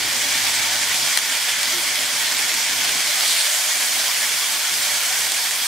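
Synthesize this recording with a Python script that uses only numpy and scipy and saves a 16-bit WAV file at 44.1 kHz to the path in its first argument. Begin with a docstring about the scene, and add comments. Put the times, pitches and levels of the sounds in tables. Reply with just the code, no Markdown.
"""Kitchen, stereo: marinated chicken fries in an oiled grill pan on a gas stove, above a low rumble.
Thousands of steam bubbles burst in the oil each second: random clicks and noise, coloured by the pan; thin
tones flicker in the hiss. Early on a few big bubbles start to pop, as cracks with decaying rings, and faint
low sine tones come and go. At about 3 s a second piece is laid in: the sizzle turns brighter, a rush of steam
noise swells and dies, and the rumble sinks. The recorder's gain ducks at loud moments and recovers."""
import sys
import numpy as np
from scipy import signal
from scipy.fft import rfft, irfft, next_fast_len
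from scipy.io import wavfile

SR = 44100
rng = np.random.default_rng(int(sys.argv[2]) if len(sys.argv) > 2 else 0)


def pcm_store(signal):
    """Save signal as 16-bit PCM."""
    levels = np.round(np.clip(np.atleast_2d(signal), -1, 1) * 32767)
    wavfile.write(sys.argv[1], SR, levels.astype(np.int16).T)


N = 250037   # samples, 5.67 s
TIME_S = np.arange(N) / SR
PAD = next_fast_len(N)   # transform length
HZ = np.maximum(np.arange(PAD // 2 + 1) * SR / PAD, 1)   # frequency grid


def amp(db):
    """dB to gain."""
    return 10 ** (np.asarray(db) / 20)


def rms_one(x):
    """Scale to rms 1."""
    return x / np.sqrt(np.mean(x ** 2) + 1e-20)


def in_time(points):
    """A (time, value) table as one value a sample."""
    seconds, value = np.transpose(points)
    return np.interp(TIME_S, seconds, value)


def at_hz(points):
    """A (frequency, value) table on the frequency grid, straight lines over log frequency."""
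    hz, value = np.transpose(points)
    return np.interp(np.log(HZ), np.log(np.maximum(hz, 1)), value)


def drift(rate_hz):
    """Slow chance: noise at every 40th sample, low-passed twice at rate_hz; rms 1."""
    pole = np.exp(-2 * np.pi * rate_hz * 40 / SR)
    noise = rng.standard_normal(N // 40 + 2002)
    slow = signal.lfilter([1], [1, -2 * pole, pole * pole], noise)[2000:]   # start-up dropped
    return np.interp(np.arange(N) / 40, np.arange(len(slow)), rms_one(slow))


def stereo(mid_side, colour_db):
    """Left and right spectra from mid and side streams, coloured, with pan rings, stereo width and lean."""
    # faint resonances of the pan and its oil: (frequency [Hz], width [Hz], lift [dB])
    pan_resonances = [(241, 12, 3.5), (270, 25, 5.5), (355, 15, 4), (453, 16.5, 8), (586, 14, 9),
                      (742, 21, 5), (906, 10, 8), (1120, 14, 2.5), (1192, 21, -8), (1317, 47, -7),
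                      (1337, 16, 6.5), (2315, 99, 1), (3360, 32, 1), (3640, 20, 4), (4330, 22, 4)]
    # stereo width: (frequency [Hz], side minus mid [dB])
    width_points = [(60, -5), (180, -8), (550, -11), (1650, -10.5), (4970, -6.5), (15000, -4)]
    # balance at the microphones: (frequency [Hz], left minus right [dB])
    lean_points = [(60, 2), (240, -2.5), (950, -1.5), (3770, -1.0), (15000, -1.5)]
    for hz, width_hz, lift_db in pan_resonances:
        colour_db = colour_db + lift_db / (1 + (2 * (HZ - hz) / width_hz) ** 2)
    mid, side = rfft(mid_side, PAD) * amp(colour_db)
    side = side * amp(at_hz(width_points))
    sign = np.array([[1], [-1]])   # left, right
    return (mid + sign * side) * amp(sign * at_hz(lean_points) / 2)


def bursts(per_s, spread_db, clump_db):
    """Bubble bursts: random clicks, many small and few large, thicker and thinner in level; rms 1."""
    sizes = amp(spread_db * np.minimum(rng.exponential(1, (2, N)), 4))
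    signs = rng.choice([-1, 1], (2, N))
    born = rng.random((2, N)) < per_s / SR
    return rms_one(sizes * signs * born * amp(clump_db * drift(14.0)))


def ringing(per_s, length_s, spread_db, glide):
    """Thin tones flicker up briefly in the hiss, at any pitch from 500 to 15500 Hz, sliding a little; rms 1."""
    born, length, pitch, slide, level = rng.random((5, round(per_s * N / SR), 1))
    samples = np.arange(2600)
    lasts = length_s * (0.37 + 0.74 * length)
    progress = samples / SR / lasts
    hz = (500 + 15000 * pitch) * (1 + glide * (slide - .5) * progress)
    shape = np.sin(np.pi * np.minimum(progress, 1)) ** 2
    tones = amp(spread_db * level) * shape * np.sin(2 * np.pi * np.cumsum(hz, axis=1) / SR)
    at = (born * N).astype(int) + samples
    return rms_one(np.bincount(at.ravel(), tones.ravel(), N)[:N])


def sizzle():
    """Crackle over a blur of countless tiny bursts, thin tones in the hiss; third octaves flicker partly alone."""
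    # vigour of the frying: (time [s], level [dB])
    vigour = [(0, -21.5), (.6, -20), (1.15, -20.5), (1.4, -22), (1.62, -21), (2.05, -22), (2.3, -20.5),
              (2.6, -21), (2.85, -20), (3.05, -21), (3.22, -19.5), (3.35, -21), (4.2, -21), (4.6, -22),
              (5.05, -20.5), (5.25, -22), (5.67, -22.5)]
    # colour of the sizzle: (frequency [Hz], relative density [dB per Hz])
    sizzle_colour = [(280, -53), (480, -13), (516, -20), (588, -10), (651, -8.5), (910, -7), (1220, -5.5),
                     (1730, -0.5), (2280, 1.5), (2670, -3.5), (3320, 1.5), (3730, -3), (4920, -1),
                     (8550, -5), (15500, -16.5)]
    # colour change once the second piece spits: (frequency [Hz], change [dB])
    spit_colour = [(450, 0), (1200, -0.3), (2500, -0.5), (3400, -0.1), (5000, 0.1), (7000, 0.8),
                   (11000, 2.6), (15500, 2.6)]
    landing_s, spit_rise_s, spit_waver = 3.05, .18, 0.16   # waver is a share of the colour change
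    # the wet face of the second piece starts to spit
    spitting = np.clip((TIME_S - landing_s) / spit_rise_s, 0, 1) + spit_waver * drift(3.0)

    crackle = bursts(per_s=4000, spread_db=3.5, clump_db=0.84)
    tones = ringing(per_s=560, length_s=.055, spread_db=4.0, glide=.006)
    tones = np.array([tones, tones[::-1]])   # the side stream is the mid stream reversed in time
    blur = rng.standard_normal((2, N))
    both = stereo(amp(-2.5) * crackle + amp(-8.5) * tones + blur, at_hz(sizzle_colour))
    both = both / np.sqrt(np.mean(irfft(both.mean(0), PAD) ** 2))   # mean of left and right at rms 1

    out = 0
    shared_flickers = [drift(13.0), drift(15)]   # blocks of three bands take turns
    change_db = at_hz(spit_colour)
    for k in range(17):
        place = 3 * np.log2(HZ / 400) - k   # third octaves from the band's centre
        share = np.cos(np.pi / 2 * np.clip(place, -1, 1)) ** 2   # neighbouring bands add up to one
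        flicker_db = 0.4 * shared_flickers[k // 3 % 2] + 0.85 * drift(15.0)
        band_db = spitting * change_db[share.argmax()] + flicker_db
        out = out + irfft(both * share, PAD)[:, :N] * amp(band_db)
    return out * amp(in_time(vigour))


def rumble():
    """Burner and room air: dull noise that swells a little, with a mains line in it."""
    # kitchen rumble, lower once the second piece is in, with a brief dip: (time [s], level [dB])
    rumble_level = [(0, -44.5), (1.1, -46), (1.2, -47.5), (1.6, -46.5), (2.8, -46), (3.4, -52), (3.47, -63),
                    (3.56, -53.5), (4.25, -50), (5.4, -51.5), (5.67, -50.5)]
    # colour of the rumble: (frequency [Hz], relative density [dB per Hz])
    rumble_colour = [(15, -41), (36, -4), (75, -9), (102, 1), (188, 0.5), (243, 2), (351, 1.5), (409, 1.5),
                     (464, -13), (520, -14.5), (680, -30), (1140, -120)]
    mains_hz, mains_db = 60, -14.5   # sine peak against the rms of the noise
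    both = stereo(rng.standard_normal((2, N)), at_hz(rumble_colour))
    both = rms_one(irfft(both, PAD)[:, :N])
    mains = amp(mains_db) * np.sin(2 * np.pi * mains_hz * TIME_S)
    return (both + mains) * amp(in_time(rumble_level) + 1.9 * drift(6))


def pops():
    """Big bubbles: a millisecond of ragged crack, a ring at the bubble's pitch and in the pan, a weak splash."""
    # big bubbles bursting: (time [s], peak level [dB], pitch [Hz], left minus right [dB])
    big_bubbles = [(0.0926, -13, 3020, -3), (1.1742, 2.5, 1960, 5), (1.188, -6, 3290, -.5),
                   (1.6312, -5, 4500, 2), (1.9567, -9, 2350, -1), (2.3131, -9.5, 2170, -1),
                   (2.39, -20, 7500, -1.5), (2.5410, -7, 4660, -.5), (2.893, -6, 3360, -1),
                   (3.2087, -6, 3520, -1), (4.8424, -18, 7290, -1.5), (5.3197, -7, 8200, -1.5),
                   (5.5102, -9, 5490, -1)]
    # pan ringing under a pop: (frequency [Hz], relative level [dB], decay by 60 dB [s])
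    pan_rings = [(2140, -0.5, 0.0084), (3260, -0.5, 0.013), (4140, 5, 0.0069), (8840, 7, 0.0063)]
    length = 2000   # samples
    out, t = np.zeros((2, N + length)), np.arange(length) / SR
    low_cut = signal.butter(4, 1000, "high", fs=SR, output="sos")
    top_cut = signal.butter(2, 9500, fs=SR, output="sos")
    tearing = np.exp(-np.maximum(t - .0008, 0) / .0004)   # the skin tears for a moment, then stops
    splash = amp(-9.5) * np.exp(-t / 0.006)
    pan = np.array([amp(db - 60 * t / t60) * np.sin(2 * np.pi * hz * t) for hz, db, t60 in pan_rings])
    for time_s, peak_db, hz, left_right_db in big_bubbles:
        ragged = rng.choice([-1, 1], length)
        crack = signal.sosfilt(top_cut, ragged * (tearing + splash))
        ring = np.sin(2 * np.pi * hz * t) * np.exp(-t / 0.0015)
        strength = amp(1.8 * rng.standard_normal(len(pan_rings)))   # each pop strikes the pan differently
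        pop = signal.sosfilt(low_cut, amp(4.0) * crack + ring + amp(-1.5) * strength @ pan)
        side_db = np.array([[.5], [-.5]]) * left_right_db
        i = round(time_s * SR)
        out[:, i:i + length] += amp(peak_db + side_db) * pop / np.abs(pop).max()
    return out[:, :N]


def hums():
    """Faint low tones: soft-edged sines that come and go, wavering in level and pitch."""
    # tones: (start [s], length [s], frequency [Hz], level [dB])
    low_tones = [(.1, 0.99, 101, -49), (0.108, 0.13, 539, -39.5), (0.24, 0.23, 274, -46),
                 (0.904, 0.22, 140, -49), (1.723, 0.083, 352, -36.5), (3.392, 0.45, 610, -42),
                 (4.702, 0.67, 115.8, -56)]
    out = np.zeros(N)
    clock = np.cumsum(1 + 0.0052 * drift(10.5)) / SR   # uneven time makes the pitch waver
    for start_s, length_s, hz, level_db in low_tones:
        shape = np.sin(np.pi * np.clip((TIME_S - start_s) / length_s, 0, 1)) ** .5
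        out += amp(level_db) * shape * np.sin(2 * np.pi * hz * clock)
    return out * amp(2.0 * drift(9.2))


def rush():
    """Steam rushing out under the second piece: smooth bright noise with a fast flutter swells, holds, dies."""
    # colour of the steam: (frequency [Hz], relative density [dB per Hz])
    steam_colour = [(1500, -32), (3000, 5), (4500, 12.5), (6000, -3), (8700, 7), (12000, -5), (15500, -20)]
    start_s, rise_s, hold_s, fall_db_s, level_db = 3.15, 0.12, 0.16, 90, -22.5   # fall in dB per second
    t = TIME_S - start_s
    swell = np.clip(t / rise_s, 0, 1) ** 2
    fall = amp(-fall_db_s * np.maximum(t - rise_s - hold_s, 0))
    both = irfft(stereo(rng.standard_normal((2, N)), at_hz(steam_colour)), PAD)[:, :N]
    return rms_one(both) * swell * fall * amp(level_db + 1.4 * drift(25))


def scene():
    """Pan, kitchen, pops, low tones and steam at the microphones."""
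    return sizzle() + rumble() + pops() + hums() + rush()


def record(dry):
    """The recorder's gain control ducks at loud moments and recovers; peaks clip; the top is cut."""
    duck_from_db, duck_share, release_db_s = -16.5, 0.48, 54   # share of the excess taken off; dB per second
    lag_s, cutoff_hz = 0.037, 15680
    power = signal.lfilter([.01], [1, -.99], np.mean(dry ** 2, axis=0))   # smoothed over about 2 ms
    over_db = np.maximum(10 * np.log10(power + 1e-12) - duck_from_db, 0)
    # jumps up at once, then falls back at the release rate
    released_db = release_db_s * TIME_S
    held_db = np.maximum.accumulate(duck_share * over_db + released_db) - released_db
    lag = np.exp(-1 / (lag_s * SR))   # the gain follows some milliseconds late
    duck_db = signal.lfilter([1 - lag], [1, -lag], held_db)
    clipped = np.clip(dry * amp(-duck_db), -1, 1)
    top_cut = signal.ellip(12, .3, 80, cutoff_hz, fs=SR, output="sos")
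    return signal.sosfilt(top_cut, clipped)


dry = scene()
out = record(dry)
pcm_store(out)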